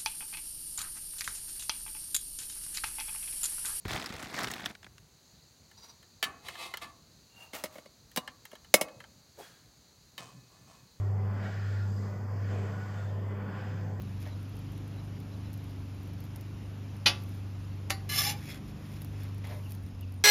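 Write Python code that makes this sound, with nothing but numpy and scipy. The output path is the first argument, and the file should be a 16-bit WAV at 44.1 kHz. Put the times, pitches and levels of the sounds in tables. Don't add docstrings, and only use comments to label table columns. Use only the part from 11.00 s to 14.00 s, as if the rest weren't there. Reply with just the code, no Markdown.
import sys
import numpy as np
from scipy import signal
from scipy.fft import rfft, irfft
from scipy.io import wavfile

SR = 44100
rng = np.random.default_rng(int(sys.argv[2]) if len(sys.argv) > 2 else 0)


def wrap_up_sound(samples):
    columns = np.atleast_2d(samples).T
    tamed = np.clip(columns, -1, 1)
    steps = np.round(tamed * 32767).astype(np.int16)
    wavfile.write(sys.argv[1], SR, steps)


N = 132300
TIME_S = np.arange(N) / SR


def from_db(db):
    return 10 ** (np.asarray(db) / 20)


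def rms_one(x):
    return x / np.sqrt(np.mean(x ** 2) + 1e-20)


def in_time(rows):
    s, *columns = np.transpose(rows)
    return [np.interp(TIME_S, s, column) for column in columns]


def drift(corner_hz):
    step = 40
    pole = np.exp(-2 * np.pi * corner_hz * step / SR)
    settle = 2000
    draws = rng.standard_normal(N // step + settle + 2)
    slow = signal.lfilter([1], [1, -2 * pole, pole ** 2], draws)[settle:]
    return np.interp(np.arange(N) / step, np.arange(len(slow)), rms_one(slow - slow.mean()))


def coloured(spectrum, patchy_db):
    hz = np.fft.rfftfreq(N, 1 / SR) + 1e-3
    at_hz, level_db = np.transpose(spectrum)
    curve_db = np.interp(np.log(hz), np.log(at_hz), level_db, -120, -120)
    shaped = rfft(rng.standard_normal(N)) * from_db(curve_db)
    place = 3 * np.log2(hz / at_hz[0])
    band_count = int(3 * np.log2(at_hz[-1] / at_hz[0])) + 2
    total = 0
    for k in range(band_count):
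        overlap = np.clip(1 - abs(place - k), 0, 1)
        total = total + irfft(shaped * overlap, N) * from_db(patchy_db * drift(2.9))
    return rms_one(total)


def narrow(hz, width_hz):
    pole = np.exp(-np.pi * width_hz / SR)
    ring = [1, -2 * pole * np.cos(2 * np.pi * hz / SR), pole ** 2]
    noise = rng.standard_normal(N + SR // 4)
    once = signal.lfilter([1, 0, -1], ring, noise)
    return rms_one(signal.lfilter([1], ring, once)[-N:])


def motor():
    mains_hz, rotor_hz = 49.975, 49.245
    waver_db = 0.07
    # mains multiple, rotor multiple, crest t/s, rms level at the start/dB, fade/(dB per s)
    orders = [(0, 1, 0, -63.5, .6), (2, 0, 0, -31.0, 2.1), (0, 2, .138, -40.9, 2.3), (4, 0, 0, -53, -.5),
              (2, 2, .337, -51, 1.2), (6, 0, 0, -69, -3.0), (4, 2, .36, -76, -4.0), (8, 0, 0, -64, 4.0),
              (12, 0, 0, -63, 5.0)]
    hum = 0
    for mains, rotor, crest_s, db, fade in orders:
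        slip_hz = rotor * (mains_hz - rotor_hz)
        field_turns = (mains + rotor) * mains_hz * TIME_S
        slip_turns = slip_hz * (TIME_S - crest_s)
        level = from_db(db - fade * TIME_S + waver_db * drift(5.1))
        hum = hum + np.sqrt(2) * level * np.sin(2 * np.pi * (field_turns - slip_turns))
    return hum


def rumble():
    # f/Hz, relative density/dB per Hz
    broad_spectrum = [(150, -4), (210, -2), (342, -10), (420, -6.5), (550, -9.5), (800, -13.5), (1200, -17),
                      (1650, -31), (2050, -27), (2600, -59.5), (3500, -48.5), (4200, -70)]
    # f/Hz, width/Hz, level before the swelling/dB
    panel_modes = [(232.7, 11, -69.5), (393.9, 12.5, -60), (507.7, 15, -61.5), (607.4, 18, -66),
                   (759, 31, -65), (862, 22, -65.5), (1026.6, 22, -65.5), (1132, 35, -67)]
    # t/s, deep part/dB, upper part/dB
    swelling = [(.05, -49.5, -54.5), (.3, -47, -50), (.46, -45.5, -50.5), (.56, -51, -53),
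                (.75, -50.5, -60), (.95, -50, -57), (1.06, -48.5, -52.5), (1.25, -49, -52),
                (1.48, -48, -54), (1.53, -45, -50), (1.66, -47, -50), (1.85, -50.5, -50), (2.1, -48.5, -54),
                (2.35, -47.5, -50.5), (2.57, -48.5, -49), (2.68, -49, -53.5), (2.85, -46.5, -58),
                (2.97, -49.5, -57)]
    # deep/dB, upper/dB
    reference_levels = (-49, -54)
    # f/Hz, relative density/dB per Hz
    low_spectrum = [(15, -29), (36, -23.5), (49, -17.5), (60, -16), (72, -13), (90, -8), (120, -2.5),
                    (150, -1.5), (180, -5.5), (230, -17.5), (300, -33)]
    broad_db, broad_patchy_db = -48, 1.63
    panel_wander_db, split_hz = 1.8, 700
    lows_start_db, lows_rise_db_per_s, lows_patchy_db = -50, 1.6, 2

    body = from_db(broad_db) * coloured(broad_spectrum, broad_patchy_db)
    for hz, width_hz, db in panel_modes:
        body = body + from_db(db + panel_wander_db * drift(1.1)) * narrow(hz, width_hz)
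    low_pass = signal.butter(2, split_hz, fs=SR, output="sos")
    deep = signal.sosfiltfilt(low_pass, body)
    upper = body - deep
    deep_db, upper_db = in_time(swelling)
    deep_reference_db, upper_reference_db = reference_levels
    swelled = from_db(deep_db - deep_reference_db) * deep + from_db(upper_db - upper_reference_db) * upper
    lows_level = from_db(lows_start_db + lows_rise_db_per_s * TIME_S)
    return swelled + lows_level * coloured(low_spectrum, lows_patchy_db)


def rubbing():
    # t/s, whirr level/dB, upper whirr level/dB, level of the valley above it/dB, hiss level/dB
    rub_levels = [(0.04, -62, -72.5, -77, -68), (0.13, -64.5, -74.5, -87, -71.5),
                  (0.27, -58, -72.5, -85, -71.5), (0.41, -50.5, -67, -75, -66),
                  (0.45, -47.5, -63, -63, -61.5), (0.47, -51, -63, -65.5, -63.5),
                  (0.81, -53.5, -67, -69.5, -63), (0.96, -63.5, -72, -75, -64.5),
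                  (1.06, -58, -70.5, -71.5, -63.5), (1.17, -61.5, -76, -80, -68),
                  (1.32, -59.5, -78, -89, -70.5), (1.52, -51.5, -64, -71, -64),
                  (1.62, -53.5, -67, -72, -64.5), (1.82, -57, -67.5, -75, -65.5),
                  (1.92, -55.5, -64, -73, -65), (1.99, -54.5, -65, -74, -65.5),
                  (2.1, -63.5, -65.5, -76, -68.5), (2.39, -57, -69.5, -85, -72.5),
                  (2.59, -52, -62.5, -71, -66), (2.77, -54.5, -67, -75, -67), (2.95, -62.5, -75, -82, -70),
                  (2.97, -62, -75, -79, -71)]
    whirr_spectrum = [(1000, -21), (1300, -2.5), (1500, 0.5), (1950, -3), (2060, -9.5), (2550, -11.5),
                      (2700, -16.5), (3000, -26.5)]
    upper_whirr_spectrum = [(2400, -14.5), (2750, -0.5), (3200, 1.5), (3550, -1), (3700, -16.5),
                            (3900, -27)]
    valley_spectrum = [(3400, -13), (3700, -.5), (4050, -2.5), (4300, -1.5), (4600, -18)]
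    hiss_spectrum = [(4000, -33), (4400, -3), (4950, 0), (5600, -7), (6600, -6), (7750, -7), (8000, -14.5),
                     (9000, -23), (11000, -25), (13000, -18), (15600, -30)]
    # f/Hz, width/Hz, lift/dB
    rail_modes = [(1380, 17, 3), (1457, 12, 7.5), (1635, 13, 0.5), (1713, 17, 1), (1890, 15, 6),
                  (2245, 20, 11), (2478, 110, 3.5), (2970, 30, 2.5), (3200, 38, 0), (3370, 50, -2),
                  (4250, 45, 5.5), (5010, 47, 0.5), (6360, 68, 3.5)]
    patchy_db = 1.6

    spectra = (whirr_spectrum, upper_whirr_spectrum, valley_spectrum, hiss_spectrum)
    friction = 0
    for db, spectrum in zip(in_time(rub_levels), spectra):
        friction = friction + from_db(db) * coloured(spectrum, patchy_db)
    hz = np.fft.rfftfreq(N, 1 / SR)
    lift_db = 0
    for centre_hz, width_hz, db in rail_modes:
        lift_db = lift_db + db / (1 + (2 * (hz - centre_hz) / width_hz) ** 2)
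    return irfft(rfft(friction) * from_db(lift_db), N)


def whistles():
    # start t/s, length/s, f/Hz, width/Hz, level/dB
    whistle_rows = [(0.14, 0.26, 2035, 30, -65), (.55, 0.26, 1797, 151, -59),
                    (0.623, 0.33, 1417, 30, -60.5), (0.877, 0.21, 4900, 250, -69),
                    (0.983, .2, 2000, 30, -67.5), (1.105, 0.14, 1478, 35.1, -64),
                    (1.432, 0.29, 1470, 35.2, -62.5), (1.51, 0.092, 670, 90, -52.5),
                    (1.73, 0.14, 1472, 22, -55.5), (1.94, .09, 1430, 25, -53), (1.98, .12, 3540, 90, -69.5),
                    (2.05, 0.26, 1810, 35, -66.5), (2.238, .17, 2033, 45, -63.5),
                    (2.296, 0.093, 1373, 30, -64), (2.5, 0.32, 5000, 200, -73)]
    edge_s = .05
    total = 0
    for start_s, length_s, hz, width_hz, db in whistle_rows:
        nearest_edge_s = np.minimum(TIME_S - start_s, start_s + length_s - TIME_S)
        gate = np.clip(nearest_edge_s / edge_s + .5, 0, 1)
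        total = total + from_db(db) * narrow(hz, width_hz) * gate
    return total


def scene():
    return (motor() + rumble() + rubbing() + whistles())[None]


def record(dry):
    # f/Hz, relative density/dB per Hz
    mic_spectrum = [(5000, -23.5), (8500, -15), (8960, -13), (9780, -9), (12000, 0), (14000, -0.5),
                    (15500, 3)]
    mic_db, cutoff_hz = -77, 15640
    hiss = from_db(mic_db) * coloured(mic_spectrum, .5)
    low_pass = signal.ellip(14, .3, 80, cutoff_hz, fs=SR, output="sos")
    return signal.sosfilt(low_pass, dry + hiss)


dry = scene()
out = record(dry)
wrap_up_sound(out)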